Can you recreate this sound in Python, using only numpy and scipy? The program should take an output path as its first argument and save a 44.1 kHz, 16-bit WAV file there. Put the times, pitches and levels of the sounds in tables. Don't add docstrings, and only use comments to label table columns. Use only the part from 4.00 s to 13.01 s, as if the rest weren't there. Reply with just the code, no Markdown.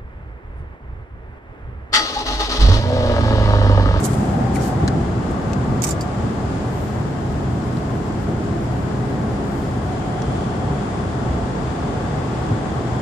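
import sys
import numpy as np
from scipy import signal
from scipy.fft import rfft, irfft
from scipy.io import wavfile
from scipy.ndimage import uniform_filter1d

SR = 44100
rng = np.random.default_rng(int(sys.argv[2]) if len(sys.argv) > 2 else 0)


def dump_mix(stems):
    frames = np.atleast_2d(stems).T
    limited = np.clip(frames, -1, 1)
    pcm = np.round(limited * 32767).astype(np.int16)
    wavfile.write(sys.argv[1], SR, pcm)


N = 397341
TIME = np.arange(N) / SR
FREQ = np.maximum(np.arange(N // 2 + 1) * SR / N, 1)


def undb(db):
    return 10 ** (np.asarray(db) / 20)


def unit(x):
    return x / np.sqrt(np.mean(abs(x) ** 2))


def pan(pan_db):
    return undb(np.array([[1], [-1]]) * pan_db / 2)


def curve(rows, column=1):
    rows = np.array(rows)
    return np.interp(TIME, rows[:, 0], rows[:, column])


def across(points, freq=FREQ):
    hz, value = np.transpose(points)
    return np.interp(np.log(freq), np.log(hz), value)


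def walk(rate_hz):
    return 1.2 * np.interp(TIME * rate_hz, np.arange(1024), rng.standard_normal(1024))


def swell(t, rise_s, decay_s):
    return np.exp(-np.where(t < 0, (t / rise_s) ** 2, t / decay_s))


def resonance(hz, width_hz, freq=FREQ):
    return 1 / (1 + 1j * (freq ** 2 - hz ** 2) / (freq * width_hz))


def ringing(colour, modes):
    power = unit(undb(across(colour))) ** 2
    for hz, width_hz, db in modes:
        peak = abs(resonance(hz, 1.55 * width_hz)) ** 2
        power += (undb(db) * unit(peak)) ** 2
    return np.sqrt(power)


def singing(rows, width_hz):
    turbulence = rng.standard_normal((2, 65536)) + 1j * rng.standard_normal((2, 65536))
    eddies = signal.sosfilt(signal.butter(2, .72, fs=8, output="sos"), turbulence)
    clock = 8 * np.cumsum(width_hz * np.ones(N)) / SR
    flutter = np.array([np.interp(clock, np.arange(len(port)), port) for port in eddies])
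    phase = 2 * np.pi * np.cumsum(curve(rows)) / SR
    return unit((flutter * np.exp(1j * phase)).real) * undb(curve(rows, column=2))


def stroke(peak_s, rise_s, decay_s, size=65536):
    start_s = max(peak_s - 4 * rise_s, 0)
    return start_s, swell(start_s + np.arange(size) / SR - peak_s, rise_s, decay_s)


def contact(start_s, envelope, colour, modes, grain_db):
    size = len(envelope)
    freq = np.maximum(np.arange(size // 2 + 1) * SR / size, 1)
    slips = unit(undb(grain_db * np.repeat(rng.standard_normal(size // 16), 16)))
    drive = lambda: rfft(rng.standard_normal((2, size)) * slips * envelope)
    spectrum, power = drive() * unit(undb(across(colour, freq))), 1
    for hz, width_hz, db in modes:
        spectrum += drive() * undb(db) * unit(resonance(hz, width_hz, freq))
        power += undb(db) ** 2
    out, at = np.zeros((2, N)), int(start_s * SR)
    burst = irfft(spectrum, size)[:, :min(size // 2, N - at)]
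    out[:, at:at + burst.shape[1]] = burst / np.sqrt(power)
    return out


# freq_hz, pan_db
PORT_BALANCE = [(100, 0), (400, 0.3), (550, -1.5), (880, 0.7), (1050, 7.8), (1500, 7.7), (2000, 6.9),
                (2700, -.5), (3700, 0.3), (4800, 6), (5800, 0.7), (7200, -12), (9000, -7), (11000, -2)]
# freq_hz, correlation
PORT_LIKENESS = [(50, 0.98), (130, 0.97), (280, 0.86), (450, 0.8), (750, 0.21), (1200, .05), (2200, 0.003),
                 (8000, 0.011)]

def cabin_noise(response):
    mid, side = rng.standard_normal((2, len(FREQ))) + 1j * rng.standard_normal((2, len(FREQ)))
    likeness = across(PORT_LIKENESS)
    ports = mid * np.sqrt(1 + likeness) + np.array([[1], [-1]]) * side * np.sqrt(1 - likeness)
    field = irfft(ports * response * pan(across(PORT_BALANCE)), N)
    return field / field.mean(axis=0).std()


# time_s, level_db
RUSTLE = [(0, -71), (2.2, -70), (3.2, -65.5), (5.8, -68), (6.6, -78), (9, -79)]
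# freq_hz, density_db
RUSTLE_COLOUR = [(4000, -20), (8000, 0), (13000, 0), (15000, -16)]

def rustle():
    level_db = curve(RUSTLE) + 2 * walk(8.7) + 2 * walk(43)
    return cabin_noise(undb(across(RUSTLE_COLOUR))) * undb(level_db)


# time_s, pitch_hz, level_db
WHINE_STEADY = [(0, 9119, -82), (3, 9119, -72.5), (4.2, 9119, -81), (6, 9119, -69.5), (9, 9119, -73)]
# time_s, pitch_hz, level_db
WHINE_DRIFTING = [(0, 10040, -74), (2, 10130, -77), (2.4, 9830, -81), (5.4, 10015, -76), (9, 10080, -79)]

def whine(rows):
    pitch_hz = curve(rows) + 14 * walk(40)
    tone = unit(np.sin(2 * np.pi * np.cumsum(pitch_hz) / SR))
    return tone * undb(curve(rows, column=2) + 2 * walk(3)) * pan(-10)


# freq_hz, density_db
AIR_COLOUR = [(1000, -1), (2300, 6.5), (3300, 5), (3900, 1), (4900, 1.5), (5900, -1.5), (7200, -2),
              (8500, -7), (10000, -12), (12500, -23.5), (15000, -45)]
# time_s, boost_db
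SPRAY = [(0, 3.5), (.75, 2.5), (1.1, 1.5), (2.4, 2.1), (3.5, 0), (5.4, 1), (6.3, 2.5), (7.6, 2.5), (8.2, 3),
         (9, 3)]
# time_s, pitch_hz, level_db
WHISTLE = [(0, 3350, -81), (5.3, 3330, -63), (6.3, 3298, -50.5), (7.1, 3454, -56), (9, 3403, -53)]

def air(level_db=-48):
    hiss = cabin_noise(undb(across(AIR_COLOUR))) * undb(level_db + curve(SPRAY) + 0.5 * walk(11))
    return hiss + singing(WHISTLE, width_hz=280)


# peak_s, rise_s, decay_s, level_db, bright_hz, pan_db
SWISHES = [(.003, .01, 0.041, -44.5, 8200, -17), (.051, 0.016, 0.013, -26.5, 7600, -6.5),
           (0.059, 0.0065, 0.012, -27.5, 10600, -9), (.11, 0.028, 0.17, -41, 8100, 2),
           (0.56, 0.018, 0.019, -37, 8500, -3), (.64, 0.04, 0.061, -37, 5400, 0),
           (.685, 0.053, 0.016, -42, 12000, -5), (1.313, 0.011, 0.014, -48, 7400, -1),
           (2.84, 0.14, 0.12, -53, 12500, -7), (5.6, 0.14, 0.16, -57, 12000, -7)]
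# freq_hz, density_db
SWISH_COLOUR = [(1500, -29), (3000, -6), (5000, -2), (7500, 6), (11000, -6), (13000, -20), (14500, -27)]

def sleeve():
    out = np.zeros((2, N))
    for peak_s, rise_s, decay_s, db, bright_hz, pan_db in SWISHES:
        start_s, envelope = stroke(peak_s, rise_s, decay_s)
        swish = contact(start_s, envelope, SWISH_COLOUR, [(bright_hz, 2400, -1)], grain_db=2.5)
        out += undb(db) * pan(pan_db) * swish
    return out


# peak_s, rise_s, decay_s, level_db, pan_db
SCRAPES = [(1.821, 0.0012, 0.009, -25, -8), (1.832, 0.0016, .005, -25, -6),
           (1.8392, 0.00097, 0.0076, -20, -7), (1.8425, .001, 0.0099, -19.5, -4),
           (1.868, 0.0016, 0.016, -27, -11), (1.882, 0.0017, .005, -34, -5),
           (1.891, 0.0027, 0.014, -26, -5), (1.91, 0.003, 0.014, -28, -3),
           (2.012, 0.0042, 0.011, -35.5, -10)]
# freq_hz, density_db
SCRAPE_COLOUR = [(800, -32), (2200, -7), (3200, -10), (5000, -2.5), (6300, 3.5), (7500, 6), (9000, 1),
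                 (11000, -8.5), (14000, -7), (16000, -24)]
# pitch_hz, width_hz, relative_db
SCRAPE_MODES = [(2300, 270, -14), (3660, 230, -18.5), (5300, 130, -13), (6080, 60, -10), (7315, 100, -10),
                (7800, 120, -13)]

def scrapes():
    out = np.zeros((2, N))
    for peak_s, rise_s, decay_s, db, pan_db in SCRAPES:
        start_s, envelope = stroke(peak_s, rise_s, decay_s, size=8192)
        scrape = contact(start_s, envelope, SCRAPE_COLOUR, SCRAPE_MODES, grain_db=2.2)
        out += undb(db) * pan(pan_db) * scrape
    return out


# start_s, low_ring_db, middle_ring_db, high_ring_db, pan_db
CLINKS = [(1.907, -32, -44, -21, -9), (2.008, -28.5, -37, -36, -3)]
CLINK_HZ = [4710, 5120, 7160]

def clinks(rise_s=.0015, decay_s=.008, size=4096):
    out, t = np.zeros((2, N)), np.arange(size) / SR
    envelope = swell(t - 2 * rise_s, rise_s, decay_s)
    for start_s, *rings_db, pan_db in CLINKS:
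        at = int(start_s * SR)
        for hz, db in zip(CLINK_HZ, rings_db):
            chatter_db = 2.5 * unit(uniform_filter1d(rng.standard_normal(size), size=40))
            ring = np.sin(2 * np.pi * hz * t + rng.random((2, 1)) * np.pi / 2)
            out[:, at:at + size] += undb(db) * pan(pan_db) * envelope * unit(undb(chatter_db)) * ring
    return out


# start_s, level_db, ring_hz, ring_over_crack_db, decay_s, pan_db
CLICKS = [(0.133, -28, 7500, -1, 0.0012, 10), (0.1417, -32, 8900, 0, .002, 9),
          (.558, -26, 2300, 1, 0.0038, 7), (0.566, -28, 2000, 9, 0.0036, 11),
          (0.8782, -20.5, 4050, -4, 0.0027, 4), (0.8805, -25, 1625, 2, 0.0048, 12),
          (1.5332, -23.5, 2600, -7, 0.0016, 11), (3.77, -35, 4000, -7, 0.003, 2),
          (6.219, -36.5, 5800, -9, 0.005, -7)]
# freq_hz, density_db
CLICK_COLOUR = [(600, -15), (1600, 11), (2600, -2), (4800, 7), (8000, 2), (15000, -30)]

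def clicks(size=4096):
    out, t = np.zeros((2, N)), np.arange(size) / SR
    for start_s, db, hz, ring_db, decay_s, pan_db in CLICKS:
        at, envelope = int(start_s * SR), np.exp(-t / decay_s)
        click = contact(start_s, envelope, CLICK_COLOUR, [], grain_db=-6)
        ring = np.sqrt(2) * np.sin(2 * np.pi * hz * t + rng.random((2, 1)) * np.pi / 2)
        click[:, at:at + size] += undb(ring_db) * envelope * ring
        out += undb(db) * pan(pan_db) * click / np.hypot(1, undb(ring_db))
    return out


# time_s, cycle_hz, firing_db, growl_db
ENGINE = [(0, 16.7, -30, -53), (2.6, 15, -37, -38), (3.3, 15.8, -32, -53), (3.9, 15.48, -38, -34.5),
          (4.7, 15.4, -26.5, -36), (5.4, 15.62, -40, -31), (5.9, 15.8, -38, -40), (9, 15.3, -44, -59)]
GROWL_ORDERS = [13, 18, 22, 26]
GROWL_DB = [-3, -4, -12, -8.5]

def engine(cylinders=8):
    cycle_hz = curve(ENGINE) * (1 + 0.0024 * walk(6))
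    phase = 2 * np.pi * np.cumsum(cycle_hz) / SR
    line = lambda order: unit(np.sin(order * phase)) * undb(2 * walk(3.8) + 0.93 * walk(30))
    growl = sum(undb(db) * line(order) for order, db in zip(GROWL_ORDERS, GROWL_DB))
    return line(cylinders) * undb(curve(ENGINE, column=2)) + growl * undb(curve(ENGINE, column=3))


# time_s, boost_db
ROAD = [(0, 2), (.3, 2), (1.0, 2), (1.15, 0.5), (1.65, 2.5), (2.1, -0.8), (3.2, -0.5), (5.2, 0.9),
        (5.9, -0.4), (9, -0.06)]
# freq_hz, density_db
ROAR_COLOUR = [(200, -23.5), (400, 4), (480, -2), (640, -0.5), (850, -1.5), (950, -5.5), (1150, -8),
               (1500, -10.5), (2000, -16.5), (2500, -27), (4000, -35.5), (8000, -67)]
# pitch_hz, width_hz, relative_db
GLASS_MODES = [(525, 13, -17.5), (612, 20, -20), (685, 20, -13.5), (735, 14, -15), (876, 22, -16),
               (1030, 18, -22), (1100, 8.3, -23), (1150, 15, -26)]
# time_s, pitch_hz, level_db, width_hz
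TREAD = [(0, 769, -38, 56), (.3, 773, -30, 44), (.88, 763, -31, 41), (1.15, 748.4, -45, 24.7),
         (3.5, 739.4, -44.5, 20.5), (5.3, 742, -41, 23.4), (6.3, 741, -35.5, 36.6), (7.3, 740.5, -42, 26),
         (9, 746.5, -37, 34)]
# time_s, pitch_hz, level_db
TREAD_HIGH = [(0, 1050, -56), (.9, 1060, -55), (1.3, 1170, -40.5), (2.1, 1165, -42.5), (2.7, 1090, -58),
              (3.9, 1040, -44), (5, 1050, -57), (6.4, 1130, -47), (9, 1130, -43.5)]
# time_s, pitch_hz, level_db
BOOM = [(0, 208.6, -27.5), (.45, 205.8, -20.5), (.8, 209.7, -32), (2.6, 209.8, -34), (3.2, 207, -57)]

def tyres(level_db=-32, road_share=0.4, spray_share=0.83):
    roar_db = level_db + road_share * curve(ROAD) + spray_share * curve(SPRAY) + 0.2 * walk(12)
    low_note = singing(TREAD, width_hz=curve(TREAD, column=3))
    high_note = singing(TREAD_HIGH, width_hz=62) * pan(7.2)
    boom = singing(BOOM, width_hz=67)[0]
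    roar = cabin_noise(ringing(ROAR_COLOUR, GLASS_MODES)) * undb(roar_db)
    return roar + low_note + high_note + boom


# freq_hz, density_db
RUMBLE_COLOUR = [(20, -26), (32, -17), (45, -3.5), (65, -1), (95, 1.5), (140, -0.5), (220, -1), (290, -5),
                 (380, -11.5), (500, -17), (800, -37), (2000, -75)]
# pitch_hz, width_hz, relative_db
PANEL_MODES = [(67.6, 5, -14.5), (91.4, 4, -14.5), (127.2, 27, -6), (218, 4.2, -25), (272, 11, -19.5),
               (331, 26, -15.5), (404, 2.5, -22)]
# peak_s, relative_db
BUMPS = [(.23, 0), (.845, 7), (.96, 6), (1.7, 3), (2.25, 4.5), (3.41, -5), (3.76, 1), (4.3, 2), (4.52, 0),
         (5.11, 0), (6.291, -1), (7.27, -1), (7.4, -11), (8.52, 4.5)]
# peak_s, pitch_hz, level_db
SURGES = [(3.38, 92, -23.5), (7.32, 67, -25)]

def car_body(level_db=-23):
    jolt_power = sum((undb(db) * swell(TIME - peak_s, rise_s=.02, decay_s=.034)) ** 2
                     for peak_s, db in BUMPS)
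    rumble = cabin_noise(ringing(RUMBLE_COLOUR, PANEL_MODES)) * undb(level_db + curve(ROAD))
    rumble *= np.sqrt(1 + jolt_power)
    for peak_s, hz, db in SURGES:
        bass = singing([(peak_s, hz, db)], width_hz=36)[0]
        rumble += bass * swell(TIME - peak_s, rise_s=.083, decay_s=.1)
    return rumble


def scene():
    ride = car_body() + engine() + tyres() + air() + whine(WHINE_STEADY) + whine(WHINE_DRIFTING)
    return ride + sleeve() + rustle() + scrapes() + clinks() + clicks()


def record(dry):
    top_hz = 14500
    return signal.sosfilt(signal.ellip(8, .2, 80, top_hz, fs=SR, output="sos"), dry)


dry = scene()
out = record(dry)
dump_mix(out)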